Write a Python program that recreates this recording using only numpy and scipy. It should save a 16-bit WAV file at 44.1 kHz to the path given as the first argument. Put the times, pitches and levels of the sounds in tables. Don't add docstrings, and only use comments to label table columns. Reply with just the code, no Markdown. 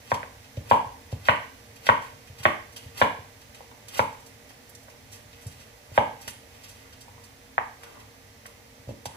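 import sys
import numpy as np
from scipy import signal
from scipy.fft import rfft, irfft, next_fast_len
from scipy.io import wavfile
from scipy.ndimage import uniform_filter1d, minimum_filter1d

SR = 44100
rng = np.random.default_rng(int(sys.argv[2]) if len(sys.argv) > 2 else 0)


def to_linear_factor(level_db):
    exponent = np.asarray(level_db, float) / 20
    return 10 ** exponent


def materialize(psi):
    bounded = np.clip(np.atleast_2d(psi).T, -1, 1)
    quanta = np.round(bounded * 32767).astype(np.int16)
    wavfile.write(sys.argv[1], SR, quanta)


N = 403956
SIZE = next_fast_len(N + SR)
HZ = np.maximum(np.fft.rfftfreq(SIZE, 1 / SR), 1)

# mode_hz, level_db, t60_s
BOARD_MODES = [(249.4, -28.5, 0.18), (342.4, -19.5, 0.33), (573, -57, 0.018), (601, -5, 0.037),
               (825, -36, .03), (951, -2.5, 0.04), (1023, 1, 0.029), (1550, -2, 0.051), (1604, 3, 0.03),
               (1946, -8, 0.023), (2133, 4, 0.015), (2290, -6, 0.014), (2746, 2, 0.0052), (3400, -25, 0.06),
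               (4540, -27, 0.0064)]
# mode_hz, level_db, t60_s
COUNTER_MODES = [(98, -1, 0.067), (119, -7.5, 0.054), (62, -27, 0.087)]


def chops():
    # start_s, knock_db, and relative to it low_modes_db, high_modes_db, top_modes_db
    full_chops = [
        (0.117, -11, -9, -6.5, -7),
        (0.712, -5, -4.5, -6.5, -6),
        (1.285, -2, -6, -4, -2.5),
        (1.889, -3.5, -4.5, 0, -3),
        (2.453, -7, 9, 4, -4),
        (3.015, -8, 1, 5.5, 7),
        (3.993, -9, -7, -3, 1),
        (5.977, -5.5, 5, -6, -3),
        (9.056, -31, 0, -2, 12),
    ]
    # start_s, knock_db, low_modes_db, high_modes_db, top_modes_db
    light_taps = [(0.23, -39.5, 15, 10, -15), (1.868, -34.5, -14, 13, 11), (3.606, -38, 4, -40, 0),
                  (3.713, -44, 4, -12, 11), (4.506, -55.5, 0, 14, 8), (4.882, -50, 13, 4, 0),
                  (6.28, -40, 0, 12, -3), (7.081, -44.5, -1, -21, 0), (7.179, -43.5, -8, -19, -2),
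                  (7.58, -22, 6, 6.5, -35), (7.834, -49, 6, 11, 16), (8.457, -38, -14, 0, -3)]
    group_hz = [580, 950, 1900, 3400]

    rows = [(*row, -26.5 + 0.38 * row[1]) for row in full_chops]
    rows += [(*row, -27 + row[1]) for row in light_taps]
    s, knock_db, low_db, high_db, top_db, thump_db = np.transpose(sorted(rows))
    spots = np.transpose([low_db, 0 * s, high_db, top_db])
    mode_hz = np.array(BOARD_MODES)[:, 0]
    spot_db = [np.interp(np.log(mode_hz), np.log(group_hz), spot) for spot in spots]
    chance_db = 1.5 * rng.standard_normal((len(s), len(BOARD_MODES)))
    mode_gains = -to_linear_factor(knock_db[:, None] - 3.5 + spot_db + chance_db)
    knock = strike(BOARD_MODES, s, mode_gains, contact_ms=0.056)
    add_splinters(knock, s, knock_db, spots, group_hz)
    knock = cut(knock, 3420, "low", order=4)

    thump_gains = -to_linear_factor(thump_db[:, None] + 3.0) * np.ones(len(COUNTER_MODES))
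    thump = strike(COUNTER_MODES, s + 0.0069, thump_gains, contact_ms=0.52)
    body = cut(knock, 387, "high", order=4)
    bass = cut(cut(knock, 437, "low", order=4), 129, "high", order=4)
    return body + to_linear_factor(-11.0) * bass, thump


def add_splinters(knock, starts_s, knock_db, spots, group_hz):
    # frequency_hz, level_db
    crack_spectrum = [(240, -27), (400, -23), (884, 7), (1380, 5.5), (2510, -16), (3180, -13), (6000, -21),
                      (7800, -70), (13200, -120)]
    hz = np.maximum(np.fft.rfftfreq(4096, 1 / SR), 1)
    t = np.arange(1500) / SR
    splinters = rms_one(colour(rng.standard_normal(N), to_linear_factor(at_hz(crack_spectrum))))
    for i, level_db, spot in zip((starts_s * SR).astype(int), knock_db, spots):
        envelope = to_linear_factor(level_db + 4.0 - 60 * t / 0.02) * np.minimum(t / 0.00034, 1)
        burst = splinters[i:i + 1500] * envelope
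        shade = to_linear_factor(np.interp(np.log(hz), np.log(group_hz), spot))
        knock[i:i + 1500] += irfft(rfft(burst, 4096) * shade)[:1500]


def strike(modes, times, gains, contact_ms):
    out = np.zeros(N)
    t = np.arange(SR // 3) / SR
    hz, level_db, t60 = np.transpose(modes)
    rings = to_linear_factor(level_db - 60 * t[:, None] / t60) * np.sin(2 * np.pi * hz * t[:, None])
    push = np.exp(-np.arange(400) / SR / (contact_ms / 1000))
    push = np.convolve(push, push)
    push = push / push.sum()
    for s, gain in zip(times, gains):
        i = round(s * SR)
        sound = signal.fftconvolve(rings @ gain, push)[:N - i]
        out[i:i + len(sound)] += sound
    return out


def leaves():
    # start_s (full pressure), held_s, crunch_db, scrape_db (just after)
    strokes = [(0.07, 0.076, -54.5, -52), (0.708, 0.0016, -41.5, -39), (1.12, 0.002, -76, -74),
               (1.27, 0.011, -41.5, -43), (1.86, 0.035, -43.5, -43), (2.04, 0.002, -52, -64),
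               (2.4, 0.002, -63, -67), (2.45, 0.003, -42.5, -41), (2.81, 0.043, -56.5, -84),
               (2.981, 0.037, -42.5, -50), (3.57, 0.02, -61, -78), (3.946, 0.032, -39, -43),
               (4.28, 0.002, -70, -85), (5.13, 0.0088, -56.5, -78), (5.36, 0.27, -63, -72),
               (5.96, 0.012, -44.5, -43.5), (6.22, 0.08, -54.5, -67), (6.52, 0.31, -61.5, -62),
               (6.99, 0.05, -72, -74), (7.24, 0.002, -75, -71), (7.831, 0.0059, -57, -50),
               (7.9, 0.045, -62, -52), (8.47, 0.002, -75.5, -72), (9.13, 0.022, -64, -44)]
    # frequency_hz, level_db (per Hz)
    crunch_spectrum = [(290, -10), (500, 0), (919, -3.5), (1050, -4.5), (2130, 0.5), (2650, -2),
                       (11300, -11), (15100, -10), (16000, -80)]
    # frequency_hz, level_db (per Hz)
    scrape_spectrum = [(180, -38), (300, 7.5), (508, 2), (628, 1.5), (1330, 6), (1990, -2.5), (6000, -107),
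                       (7800, -64), (13200, -120)]

    s, held, crunch_db, scrape_db = np.transpose(strokes)
    crunch = pressure(s, held, crunch_db, rise_db=447, fall_db=224)
    crunch += pressure(s, held, crunch_db - 31, rise_db=447, fall_db=65)
    scrape = pressure(s + held + 0.025, 0 * s, scrape_db, rise_db=330, fall_db=154)
    crunch += to_linear_factor(-68.5)
    scrape += to_linear_factor(-68)
    crisp = rms_one(colour(grains(per_s=6000, spread_db=3), to_linear_factor(at_hz(crunch_spectrum))))
    rough = rms_one(colour(grains(per_s=870, spread_db=1), to_linear_factor(at_hz(scrape_spectrum))))
    return to_linear_factor(1.5) * crunch * crisp + scrape * rough + leaf_bursts()


def leaf_bursts():
    # start_s, level_db, centre_hz, length_s
    rib_snaps = [(0.1, -20.5, 2300, 0.049), (0.139, -15.5, 2220, 0.03), (0.694, -20, 2830, 0.048),
                 (1.114, -27, 2480, 0.043), (1.759, -29, 3410, 0.027), (1.837, -46, 3400, 0.04),
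                 (1.8604, -22, 3260, 0.035), (2.0195, -26, 2270, 0.023), (2.272, -29.5, 2250, 0.032),
                 (2.382, -24, 2420, 0.055), (2.431, -18, 2310, 0.036), (2.761, -21, 3520, 0.048),
                 (2.972, -19.5, 3750, 0.036), (2.9952, -16, 2340, 0.064), (3.413, -31, 3230, 0.027),
                 (3.546, -25, 2600, 0.026), (3.8817, -22.5, 4400, 0.026), (3.938, -32, 2440, 0.06),
                 (3.972, -16.5, 3700, 0.053), (4.4895, -32, 3400, 0.04), (4.899, -32.5, 3800, 0.024),
                 (5.513, -33, 3890, 0.04), (5.593, -32, 3200, 0.068), (5.948, -40, 3320, 0.039),
                 (6.2764, -15.5, 4300, 0.03), (6.633, -27, 3400, 0.051), (6.925, -29.5, 2270, 0.035),
                 (7.832, -31, 2390, 0.027), (7.995, -33.5, 3260, 0.043), (8.883, -31, 2240, 0.052)]
    # start_s, level_db, centre_hz, length_s
    edge_ticks = [(0.44, -31, 2600, 0.032), (0.568, -24.5, 2800, 0.023), (2.724, -32, 6600, 0.03),
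                  (4.2, -36, 7150, 0.036), (4.261, -30.5, 7000, 0.034), (4.692, -31, 11300, 0.034),
                  (4.829, -37, 8890, 0.033), (5.114, -28, 6800, 0.1), (5.327, -29.5, 2840, 0.032),
                  (5.4095, -36, 7550, 0.074), (6.21, -28.5, 6850, 0.053), (6.296, -29, 7500, 0.044),
                  (4.127, -36, 6500, .02), (8.462, -25.5, 7900, 0.017), (7.832, -36, 6250, 0.034),
                  (6.681, -31, 6100, 0.091), (7.005, -29, 6040, 0.052), (7.236, -30, 6000, 0.04),
                  (9.055, -13.5, 5450, 0.023)]
    # start_s, level_db, centre_hz, length_s
    rib_cracks = [
        (1.253, -21, 2620, 0.062),
        (1.8685, -8.5, 2940, 0.013),
        (4.752, -22.5, 6300, 0.011),
        (5.468, -30, 6630, 0.052),
        (8.455, -24, 1760, 0.027),
    ]
    kinds = [(rib_snaps, 1.74, .22), (edge_ticks, 0.97, .2), (rib_cracks, 0.83, .02)]

    out = np.zeros(N)
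    source = grains(per_s=9000, spread_db=3)
    hz = np.maximum(np.fft.rfftfreq(8192, 1 / SR), 100)
    t = np.arange(4096) / SR
    for rows, octaves, rise_share in kinds:
        for s, level_db, centre_hz, length in rows:
            i = round((s - 0.0025) * SR)
            envelope = to_linear_factor(level_db - 6.0 - 30 * t / length) * np.minimum(t / (rise_share * length), 1)
            burst = np.resize(source[i:i + 4096], 4096) * envelope
            band = to_linear_factor(-6 * (np.log2(hz / centre_hz) / octaves) ** 2)
            out[i:i + 4096] += irfft(rfft(burst, 8192) * band)[:min(4096, N - i)]
    return out


def grains(per_s, spread_db):
    sizes = to_linear_factor(spread_db * np.minimum(rng.exponential(1, N), 5)) * rng.choice([-1, 1], N)
    return rms_one(sizes * (rng.random(N) < per_s / SR))


def pressure(s, held, level_db, rise_db, fall_db):
    t = np.arange(0, N, 32) / SR
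    late = t - s[:, None]
    rise = rise_db * np.minimum(late, 0)
    fall = fall_db * np.maximum(late - held[:, None], 0)
    gain = to_linear_factor(level_db[:, None] + rise - fall)
    return np.interp(np.arange(N) / SR, t, np.sqrt((gain ** 2).sum(axis=0)))


def pile(x):
    scatter = rfft(rng.standard_normal((2, 256)) * to_linear_factor(-40 * np.arange(256) / 256))
    return signal.fftconvolve(x[None], irfft(scatter / np.abs(scatter)), axes=1)[:, :N]


def thumps():
    # start_s, thump_db, knock_db
    soft_blows = [(0.572, -19, -27), (0.859, -31.5, -52), (1.126, -17, -30.5), (2.127, -41, -52),
                  (2.295, -32, -58), (2.4, -31, -61), (2.857, -30.5, -60), (3.186, -34, -36.5),
                  (3.86, -43, -60), (5.46, -23.5, -43.5), (5.916, -32, -50), (6.275, -36, -41),
                  (8.874, -26.5, -39), (8.89, -27, -27), (8.908, -33, -31)]
    s, thump_db, knock_db = np.transpose(soft_blows)
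    chance_db = 7.6 * rng.standard_normal((len(s), len(BOARD_MODES)))
    knock = strike(BOARD_MODES, s, to_linear_factor(knock_db[:, None] + 3.5 + chance_db), contact_ms=0.29)
    knock = cut(cut(knock, 626, "low", order=4), 370, "high", order=2)
    thump_gains = to_linear_factor(thump_db[:, None] + 0.5) * np.ones(len(COUNTER_MODES))
    return knock, strike(COUNTER_MODES, s + 0.0019, thump_gains, contact_ms=1.56)


def kitchen(x):
    # late_s, left_db, right_db
    reflections = [(.0075, -4, -14), (.0016, -16, -7), (.0110, -16, -16)]
    # band_hz, t60_s, level_db
    tail_bands = [(89, 0.46, 3.5), (241, 0.33, 8), (481.5, 0.37, 4.5), (846, 0.39, 4), (1412, 0.42, 0),
                  (2340, 0.41, 1.5), (3670, 0.51, -4), (7800, 0.44, -2), (14000, 0.32, -15)]
    t = np.arange(int(.7 * SR)) / SR
    white = stereo(*rng.standard_normal((2, N)))[:, :len(t)]
    response = np.zeros((2, len(t)))
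    response[:, 0] = 1
    for late, left_db, right_db in reflections:
        response[:, round(late * SR)] += to_linear_factor([left_db, right_db])
    for hz, t60, level_db in tail_bands:
        edges_hz = [hz / 1.45, min(hz * 1.45, .45 * SR)]
        band = signal.butter(2, edges_hz, "band", fs=SR, output="sos")
        onset = 1 - np.exp(-t / (0.0037 + 0.7 / hz))
        tail = signal.sosfilt(band, white) * to_linear_factor(-60 * t / t60) * onset
        response += to_linear_factor(level_db) * tail * np.sqrt(8 / (t60 * SR))
    return colour(x, rfft(response, SIZE))


def air():
    # frequency_hz, level_db (per Hz)
    hiss_spectrum = [(12, -60), (20, -25), (27, -16), (45, -7.5), (109, 1), (185, -17), (265, -14),
                     (380, -15), (462, -11), (644, -14), (828, -15.5), (1160, -17), (1900, -15),
                     (3320, -20), (15300, -24)]
    # time_s, level_db
    hiss_level = [(0.0, -49.5), (9.16, -51.5)]
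    # centre_hz, width_hz, level_db
    hum_modes = [(100, 12, -70.5), (223, 30, -69), (265.3, 14.6, -69.5), (468.5, 14, -65), (593, 11, -70.5),
                 (836, 93, -90)]
    level_db = np.interp(np.arange(N) / SR, *np.transpose(hiss_level))
    noise = stereo(*rng.standard_normal((2, N)))
    hiss = to_linear_factor(level_db) * rms_one(colour(noise, to_linear_factor(at_hz(hiss_spectrum))))
    peaks = np.zeros(len(HZ))
    for hz, width, db in hum_modes:
        peaks += to_linear_factor(db) / np.sqrt(width) / (1 + ((HZ - hz) / width * 2) ** 2)
    return hiss + colour(stereo(*rng.standard_normal((2, N))), peaks * np.sqrt(SR / 2))


def stereo(mid, side):
    # frequency_hz, likeness (0 to 1)
    coherence = [(60, .995), (250, .92), (350, .3), (480, .93), (700, .8), (950, .25), (1900, .45),
                 (4000, .25), (12000, .1)]
    alike = at_hz(coherence)
    return colour(mid, np.sqrt(1 + alike)) + colour(side, np.sqrt(1 - alike)) * [[1], [-1]]


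def at_hz(rows, column=1):
    return np.interp(np.log(HZ), np.log(np.array(rows)[:, 0]), np.array(rows)[:, column])


def colour(x, gain):
    return irfft(rfft(x, SIZE) * gain, SIZE)[..., :N]


def cut(x, hz, kind, order):
    return signal.sosfilt(signal.butter(order, hz, kind, fs=SR, output="sos"), x + 1e-18)


def rms_one(x):
    return x / np.sqrt(np.mean(x ** 2) + 1e-20)


def scene():
    knock, thump = chops()
    soft_knock, soft_thump = thumps()
    thump = cut(thump + soft_thump, 96.6, "high", order=3)
    crackle = leaves()
    airborne = knock + soft_knock + .3 * crackle + .95 * pile(crackle)
    room_bass = kitchen(thump).mean(axis=0)
    return kitchen(airborne) + thump + to_linear_factor(-0.5) * room_bass + air()


def band_limit(x):
    return signal.sosfilt(signal.butter(12, 16470, fs=SR, output="sos"), x)


def record(dry):
    # frequency_hz, left_db, right_db
    port_response = [(60, 0, 0), (180, 0, 0), (260, -1, 3), (370, 0, -4), (480, 0, 0), (620, -4, 3),
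                     (850, -1, 3), (1080, -1.5, -6), (1330, -2, -2), (2000, -5, 3.5), (3700, 0, -1),
                     (6000, -2, 3), (8200, -15, -1), (9800, -19, 0), (13500, -9, -1.5)]
    port_db = np.array([at_hz(port_response, column=1), at_hz(port_response, column=2)])
    fold = np.where(np.arange(SIZE) < SIZE // 2, 2., 0.)
    fold[0] = 1
    ports = np.exp(rfft(irfft(np.log(to_linear_factor(port_db)), SIZE) * fold))
    delay_s = 24 / SR / (1 + (1050 / HZ) ** 8)
    ports[1] *= np.exp(-2j * np.pi * HZ * delay_s)
    heard = cut(colour(dry, ports), 15350, "low", order=40)
    envelope = np.abs(signal.hilbert(heard, SIZE)[:, :N]).max(axis=0)
    limit = np.minimum(1, .93 / (envelope + 1e-9))
    heard = heard * uniform_filter1d(minimum_filter1d(limit, size=201), size=101)
    return band_limit(heard)


dry = scene()
out = record(dry)
materialize(out)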